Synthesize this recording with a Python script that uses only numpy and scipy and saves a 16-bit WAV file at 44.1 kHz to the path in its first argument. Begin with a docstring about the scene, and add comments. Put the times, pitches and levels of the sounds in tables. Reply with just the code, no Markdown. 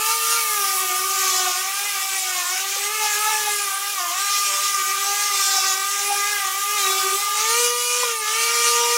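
"""In a workshop, a random orbital sander is pressed and swept over a wooden panel, close by.
Its motor sags under load; hum, gear buzz and whistles follow the shaft speed.
Grit scrapes and rasps on the wood, the panel shudders and knocks, cooling air rushes from the vents.
A dust extractor on the hose holds one whine of steady pitch."""
import sys
import numpy as np
from scipy import signal
from scipy.fft import rfft, irfft, next_fast_len
from scipy.io import wavfile
from scipy.ndimage import uniform_filter1d

SR = 44100
rng = np.random.default_rng(int(sys.argv[2]) if len(sys.argv) > 2 else 0)


def dump_mix(stems):
    """Bounce the given channels to the path in sys.argv[1] as a 16-bit WAV at rate SR."""
    frames = np.atleast_2d(stems).T  # one column per channel
    limited = np.clip(frames, -1, 1)  # hard clip at full scale
    pcm = np.round(limited * 32767).astype(np.int16)
    wavfile.write(sys.argv[1], SR, pcm)


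N = 395577
T = np.arange(N) / SR

# Motor sag under the hand. Each row: time in seconds, shaft speed in Hz.
SHAFT_HZ = [(0.0, 431.5), (0.15, 456.2), (0.22, 448.1), (0.37, 461.8), (0.67, 388.6), (0.92, 367.2),
            (1.15, 387.5), (1.55, 362.5), (1.6, 376.8), (1.87, 410.8), (2.0, 383.6), (2.12, 389.4),
            (2.45, 354), (2.6, 383.0), (2.85, 406), (2.95, 433.3), (3.15, 415.2), (3.3, 432.7),
            (3.62, 407.9), (3.72, 388.9), (3.92, 408.3), (4.02, 356.7), (4.1, 344.4), (4.22, 399.6),
            (4.42, 409), (4.52, 391.6), (4.72, 400.4), (4.82, 380.7), (5.27, 413.6), (5.35, 396.6),
            (5.72, 382.0), (6.02, 405.7), (6.22, 404.1), (6.32, 415.9), (6.49, 379.8), (6.75, 420.3),
            (6.85, 382.8), (7.12, 384.5), (7.22, 408), (7.39, 425.4), (7.59, 479), (8.02, 490.3),
            (8.25, 422.3), (8.39, 454.6), (8.54, 468.7), (8.97, 475.8)]
# Bite of the grit. Each row: time in seconds, relative rasp level in dB.
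BITE_DB = [(0.0, -29.5), (0.12, -24), (0.2, -33), (0.32, -22.5), (0.45, -29), (1.05, -28), (1.37, -22),
           (1.65, -30), (2.47, -26), (2.97, -28.5), (3.15, -24.5), (3.77, -30), (3.92, -28), (4.05, -29.5),
           (4.24, -25), (5.09, -26.5), (5.32, -24), (5.72, -22.5), (5.77, -27.5), (6.22, -26), (6.7, -30.5),
           (6.82, -23.5), (7.27, -27), (7.64, -20), (7.74, -28), (7.97, -22), (8.19, -31), (8.29, -24.5),
           (8.67, -21.5), (8.97, -23.5)]
# Shaking of the panel. Each row: time in seconds, relative hum level in dB.
SHAKE_DB = [(0, -39.5), (1.48, -41), (1.7, -51), (2.7, -47), (2.9, -39.5), (3.5, -38), (3.8, -52),
            (4.35, -51.5), (5.1, -42.5), (5.9, -47.5), (6.12, -38.5), (6.55, -50), (6.88, -33.5),
            (7.15, -31.5), (7.25, -51), (7.63, -23.5), (7.85, -34.5), (8.05, -29), (8.25, -39),
            (8.8, -26.5)]
# Pad chatter. Each row: centre in seconds, length in seconds, added roughness.
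CHATTERS = [(.5, 0.27, 0), (3.2, 0.67, 0.18), (7.347, 0.14, 0.54), (8.08, 0.11, 0.25)]
# Motor and gear harmonics. Each row: shaft multiple, relative level in dB.
HARMONICS = [(3, -10.5), (4, -8.5), (5, -7.5), (6, -9.5), (7, -14), (8, -15), (9, -10.5), (10, -11),
             (11, -13), (12, -14.5), (13, -11.5), (14, -12.5), (15, -15), (16, -15), (17, -15.5),
             (18, -11.5), (19, -10.5), (21, -9.5), (22, -22), (23, -19), (25, -23), (29, -28)]
# Housing swings close. Each row: centre in seconds, length in seconds, upper buzz gain in dB.
CLOSE_PASSES = [(1.3, .45, 3), (4.38, .45, 5.5), (5.5, .4, 6), (7.8, 0.47, 4.5), (8.65, .6, 3)]
# Housing resonances and one notch. Each row: centre in Hz, width in Hz, gain in dB.
HOUSING_MODES = [(1039, 278, 10.5), (1890, 150, -3), (2590, 160, 4), (2940, 130, 3), (5670, 1070, 5)]
# Pad crosses lively or dull spots. Each row: centre in seconds, length in seconds, pitch in Hz, gain in dB.
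PANEL_SPOTS = [(.1, 0.16, 910, 9), (0.212, 0.088, 900, -8), (.2, 0.41, 5560, 5), (.25, 0.76, 1330, 5),
               (0.668, 0.091, 1170, 8), (0.635, 0.24, 5830, 8.5), (1.46, 0.12, 830, 13.5),
               (1.882, 0.16, 1860, 4.5), (2.37, 0.12, 2260, 8), (2.4, 1, 1040, -3), (3.045, 0.084, 850, 17),
               (3.3, 0.53, 1440, 8), (3.313, 0.17, 880, 16.5), (3.48, 0.038, 850, 15.5),
               (4.6, 0.54, 800, -9), (5.11, 0.13, 799.4, 12), (5.56, .25, 780, 7.5),
               (6.114, .12, 810, 15.5), (6.313, 0.32, 1840, 7.5), (6.821, 0.15, 3480, 11),
               (7.0, 0.35, 3430, 4), (7.5, 0.26, 900, 6), (7.829, .3, 1630, -11), (7.867, 1, 2809, -0.5),
               (8.201, 0.095, 3195, -11), (8.84, 0.22, 950, 12.5)]
# Fan whistle beams at the listener. Each row: centre in seconds, length in seconds, gain in dB.
FAN_BEAMS = [(1.9, 0.54, 3), (2.8, .15, 0), (3.3, 0.11, 8), (3.6, .3, 10), (5.15, 0.33, 4), (6.15, 0.35, 8),
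             (7.12, .14, 14), (8.6, .6, 9)]
# Noise spectra. Each row: frequency in Hz, relative density in dB.
SCRAPE_SPECTRUM = [(80, -46), (250, -32.5), (400, -19), (600, -14.5), (850, -9), (1300, -5), (1700, -5.5),
                   (2300, 1), (3000, 1), (4000, -4), (5000, -7.5), (8000, -18)]
RASP_SPECTRUM = [(300, -62), (2500, -19), (4300, -5), (5300, 2), (6300, 4.5), (7400, 2.5), (8600, -6.5),
                 (10500, -10), (13000, -20), (16000, -30)]
AIR_SPECTRUM = [(200, -43), (1500, -3), (4000, 2), (8000, 7.5), (10000, 11), (11500, 9.5), (13500, 9),
                (16000, 6.5)]
PANEL_SPECTRUM = [(20, -13), (40, 1), (100, -4), (200, -1), (320, -3), (500, -16), (1000, -43)]
# Hand eases the pad off. Each row: centre in seconds, length in seconds, scrape gain in dB.
EASES = [(5.83, .14, -3), (7.8, 0.36, -6), (8.2, 0.1, -7)]
# Cooling air, loudest with the vents facing the listener. 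Each row: time in seconds, relative level in dB.
VENT_AIR_DB = [(0, -28.5), (.45, -27.5), (.75, -28.5), (1.15, -30), (1.35, -33), (3.0, -34.5), (3.2, -31.5),
               (3.7, -33.5), (6.3, -34), (6.9, -31), (7.45, -35), (7.68, -33), (7.95, -37), (8.97, -35)]
# Pad skips. Each row: centre in seconds, length in seconds, level in dB.
SKIPS = [(4.555, 0.15, -42)]
# Pad knocks the panel. Each row: start in seconds, pitch in Hz, level in dB, t60 in seconds.
KNOCKS = [(2.762, 515, -30, 0.073), (8.031, 1013, -11, 0.045), (8.034, 526, -26, 0.085)]
# Extractor whine. Each row: time in seconds, level in dB.
WHINE_DB = [(0, -30), (.7, -26.5), (1.7, -35), (2.0, -36), (2.4, -51), (2.9, -35), (3.7, -36.5),
            (4.35, -27.5), (5.1, -29), (6.35, -33), (6.82, -26), (7.55, -28), (7.8, -32), (8.4, -30.5),
            (8.7, -25), (8.97, -27.5)]

# Each law: base level in dB, dB per dB of bite, dB per Hz of shaft speed.
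OCTAVE_LAW, SHUDDER_LAW = (-43.5, 0.13, -0.052), (-72.5, 0.3, -0.064)
LOW_BUZZ_LAW, HIGH_BUZZ_LAW = (-32.5, 0.46, 0.02), (-36, 1, 0.002)
COMMUTATOR_LAW, FAN_LAW = (-43, 0.43, 0.01), (-47.5, -0.89, 0.034)
SCRAPE_LAW = (-31.5, 0.47, 0.027)
FREE_SHAFT_HZ, COMMUTATOR_BARS, FAN_BLADES = 494.3, 20, 24


def sander():
    """Speed, bite and shake drive the parts; buzz and sanding noise fill the room."""
    shaft_hz = curve(SHAFT_HZ)
    shake_db = curve(SHAKE_DB)
    rasp_db = curve(BITE_DB) + 0.8 * walk(26)  # uneven hand pressure
    bite_db = rasp_db - np.mean(rasp_db)
    rough = 0.34 + 0.88 * load(shaft_hz) + swells(CHATTERS)
    turns = shaft_turns(shaft_hz)
    hum = motor_hum(turns, shaft_hz, bite_db, shake_db, rough)
    commutator_db = follow(COMMUTATOR_LAW, bite_db, shaft_hz)
    commutator = whistle(COMMUTATOR_BARS, turns, shaft_hz, commutator_db, 0.98 * rough)
    fan_db = follow(FAN_LAW, bite_db, shaft_hz) + swells(FAN_BEAMS)
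    fan = whistle(FAN_BLADES, turns, shaft_hz, fan_db, rough)
    buzz = gear_buzz(turns, shaft_hz, bite_db, rough)
    scrape_db = follow(SCRAPE_LAW, bite_db, shaft_hz) + swells(EASES)
    scrape = sanding(turns, SCRAPE_SPECTRUM, depth=0.27) * undb(scrape_db)
    rasp = sanding(turns, RASP_SPECTRUM, depth=0.48) * undb(rasp_db - 2)
    air = cooling_air(bite_db)
    shudder = panel_shudder(shaft_hz, bite_db, shake_db)
    contact = workshop(buzz + scrape + rasp)
    return hum + commutator + fan + contact + air + shudder + pad_skips(turns) + panel_knocks()


def shaft_turns(shaft_hz, wobble=0.014, flutter=0.001):
    """Shaft angle; the gripping pad tugs at the speed, more under load."""
    speed_ratio = 1 + wobble * load(shaft_hz) * walk(40) + flutter * walk(170)
    return np.cumsum(shaft_hz * speed_ratio) / SR


def load(shaft_hz):
    """Share of free speed lost."""
    return np.clip(1 - shaft_hz / FREE_SHAFT_HZ, 0, 1)


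def motor_hum(turns, shaft_hz, bite_db, shake_db, rough):
    """Shaft fundamental and octave, each stuttering under load."""
    fundamental = tone(turns, shake_db - 1.76 + stutter_db(shaft_hz), 0.25 * rough)
    octave_db = follow(OCTAVE_LAW, bite_db, shaft_hz) + resonance_db(2 * shaft_hz)
    return fundamental + tone(2 * turns, octave_db + stutter_db(shaft_hz), 0.65 * rough)


def stutter_db(shaft_hz):
    """Brief dropouts that deepen with load."""
    grip = np.minimum(walk(30), 0.7) + 0.15
    return 21.5 * load(shaft_hz) * grip


def gear_buzz(turns, shaft_hz, bite_db, rough, echo_gain=0.89):
    """Shaft harmonics beat with their moving echo off the panel; upper ones grow most with bite."""
    low_db = follow(LOW_BUZZ_LAW, bite_db, shaft_hz)
    high_db = follow(HIGH_BUZZ_LAW, bite_db, shaft_hz) + swells(CLOSE_PASSES)
    out = 0
    for order, db in HARMONICS:
        upper = np.clip((order - 6) / 5, 0, 1)
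        echo_db = 20 * np.log10(np.abs(1 + echo_gain * np.exp(2.2j * walk(10))))
        drive_db = (1 - upper) * low_db + upper * high_db
        level_db = db + drive_db + resonance_db(order * shaft_hz) + echo_db
        out = out + tone(order * turns, level_db, rough * (1 - 0.34 * upper))
    return out


def resonance_db(hz, spot_width_ratio=0.23):
    """Gain of a partial passing through housing and panel resonances."""
    housing_db = sum(db * peak(hz, centre_hz, width_hz) for centre_hz, width_hz, db in HOUSING_MODES)
    panel_db = 0
    for centre_s, length_s, spot_hz, db in PANEL_SPOTS:
        band = np.exp(-((hz / spot_hz - 1) / spot_width_ratio) ** 2)
        panel_db = panel_db + db * swell(centre_s, length_s) * band
    return housing_db + panel_db


def whistle(order, turns, shaft_hz, db, rough, waver_db=4):
    """A high shaft multiple; sings near the vent slot resonance, wavers as the tool moves."""
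    vent_db = 6.5 * peak(order * shaft_hz, centre_hz=9190, width_hz=1550)
    return tone(order * turns, db + vent_db + waver_db * walk(16), rough)


def sanding(turns, spectrum, depth, impacts_per_s=30000, spread_db=1.5):
    """Grit tears at the wood in tiny impacts, harder once a turn; pad and panel colour it."""
    hits = rng.random(N) < impacts_per_s / SR
    grit = unit(hits * rng.standard_normal(N) * undb(spread_db * rng.standard_normal(N)))
    push = 1 + depth * np.cos(2 * np.pi * turns)
    return patchy(colour(grit * push, spectrum), spread_db=2)


def cooling_air(bite_db):
    """Air rushes from the vents, louder with bite."""
    rush = patchy(colour(rng.standard_normal(N), AIR_SPECTRUM), spread_db=0.9)
    return rush * undb(curve(VENT_AIR_DB) + 4.5 + 0.31 * bite_db + 0.7 * walk(24))


def panel_shudder(shaft_hz, bite_db, shake_db):
    """Low noise of the shaken panel."""
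    level_db = follow(SHUDDER_LAW, bite_db, shaft_hz) + 0.69 * (shake_db - np.mean(shake_db))
    return colour(rng.standard_normal(N), PANEL_SPECTRUM) * undb(level_db + 2.7 * walk(33))


def pad_skips(turns):
    """A skip every second turn sounds halfway between shaft harmonics."""
    out = 0
    for centre_s, length_s, db in SKIPS:
        gate = np.exp(-(2 * (T - centre_s) / length_s) ** 4)
        out = out + gate * (tone(1.5 * turns, db, rough=0.2) + tone(2.5 * turns, db - 1.5, rough=0.3))
    return out


def panel_knocks(attack_s=0.0019):
    """Soft blows, each a quickly damped ring of the wood."""
    out = 0
    for start_s, hz, db, t60_s in KNOCKS:
        age_s = np.maximum(T - start_s, 0)
        envelope = (1 - np.exp(-age_s / attack_s)) * undb(db - 60 * age_s / t60_s)
        out = out + envelope * np.sin(2 * np.pi * hz * age_s)
    return out


def extractor(whine_hz=1206, reflected_db=-42):
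    """The turbine holds its pitch; the whine beats with its reflections as the listener moves."""
    turns = np.cumsum(whine_hz * (1 + 0.00062 * walk(12))) / SR
    reflected = np.sqrt(2) * np.real(scatter(13) * np.exp(2j * np.pi * turns))
    direct = tone(turns, curve(WHINE_DB) + 0.57 * walk(20), rough=0.09)
    return direct + undb(reflected_db) * reflected


def workshop(x, t60_s=0.28, wet_db=-11, gap_s=0.004):
    """Adds a short tail from near walls and benches."""
    t = T[:SR // 2]
    tail = rng.standard_normal(len(t)) * undb(-60 * t / t60_s) * (t > gap_s)
    tail /= np.sqrt(np.sum(tail ** 2))
    return x + undb(wet_db) * signal.fftconvolve(x, tail)[:N]


def tone(turns, db, rough):
    """One partial at an rms level; roughness moves its power into a noise skirt."""
    rough = np.clip(rough, 0, 1)
    amplitude = np.sqrt(1 - rough ** 2) + rough * scatter(130)
    return np.sqrt(2) * undb(db) * np.real(amplitude * np.exp(2j * np.pi * (turns + rng.random())))


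def colour(x, spectrum):
    """Filter by (Hz, dB) points; rms 1."""
    hz, db = np.transpose(spectrum)
    size = next_fast_len(N)
    bins_hz = np.maximum(np.arange(size // 2 + 1) * SR / size, 1)
    gain = undb(np.interp(np.log(bins_hz), np.log(hz), db))
    return unit(irfft(rfft(x, size) * gain, size)[:N])


def patchy(x, spread_db):
    """Bands swell and fade on their own as the contact shifts; rms 1."""
    spectra = signal.stft(x, nperseg=512)[2]
    field = rng.standard_normal(spectra.shape)
    for axis in (0, 1, 0, 1):
        field = uniform_filter1d(field, size=8, axis=axis)
    return unit(signal.istft(spectra * undb(spread_db * unit(field)))[1][:N])


def follow(law, bite_db, shaft_hz):
    """Level in dB from bite and speed."""
    base_db, db_per_db, db_per_hz = law
    return base_db + db_per_db * bite_db + db_per_hz * (shaft_hz - np.mean(shaft_hz))


def walk(rate_hz):
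    """Smooth random drift; rms 1."""
    points = rng.standard_normal(int(N / SR * rate_hz) + 4)
    fine = signal.resample_poly(points, up=8, down=1)
    return unit(np.interp(T * rate_hz * 8, np.arange(len(fine)), fine))


def scatter(rate_hz):
    """Random amplitude and phase; rms 1."""
    return (walk(rate_hz) + 1j * walk(rate_hz)) / np.sqrt(2)


def curve(table):
    """Straight lines through (time, value) rows."""
    return np.interp(T, *np.transpose(table))


def swell(centre_s, length_s):
    """Smooth rise and fall; top 1."""
    return np.exp(-(2 * (T - centre_s) / length_s) ** 2)


def swells(table):
    """Sum of scaled swells."""
    return sum(size * swell(centre_s, length_s) for centre_s, length_s, size in table)


def peak(hz, centre_hz, width_hz):
    """Resonance shape; top 1."""
    return 1 / (1 + (2 * (hz - centre_hz) / width_hz) ** 2)


def undb(db):
    """Decibels to gain."""
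    return 10 ** (np.asarray(db) / 20)


def unit(x):
    """Scale to rms 1."""
    return x / np.sqrt(np.mean(x ** 2))


def scene():
    """Both machines, same in both channels."""
    mono = sander() + extractor()
    return np.array([mono, mono])


def record(dry):
    """Steep low-pass on the top treble."""
    cutoff_hz = 15750
    return signal.sosfilt(signal.ellip(12, 0.1, 80, cutoff_hz, fs=SR, output="sos"), dry)


dry = scene()
out = record(dry)
dump_mix(out)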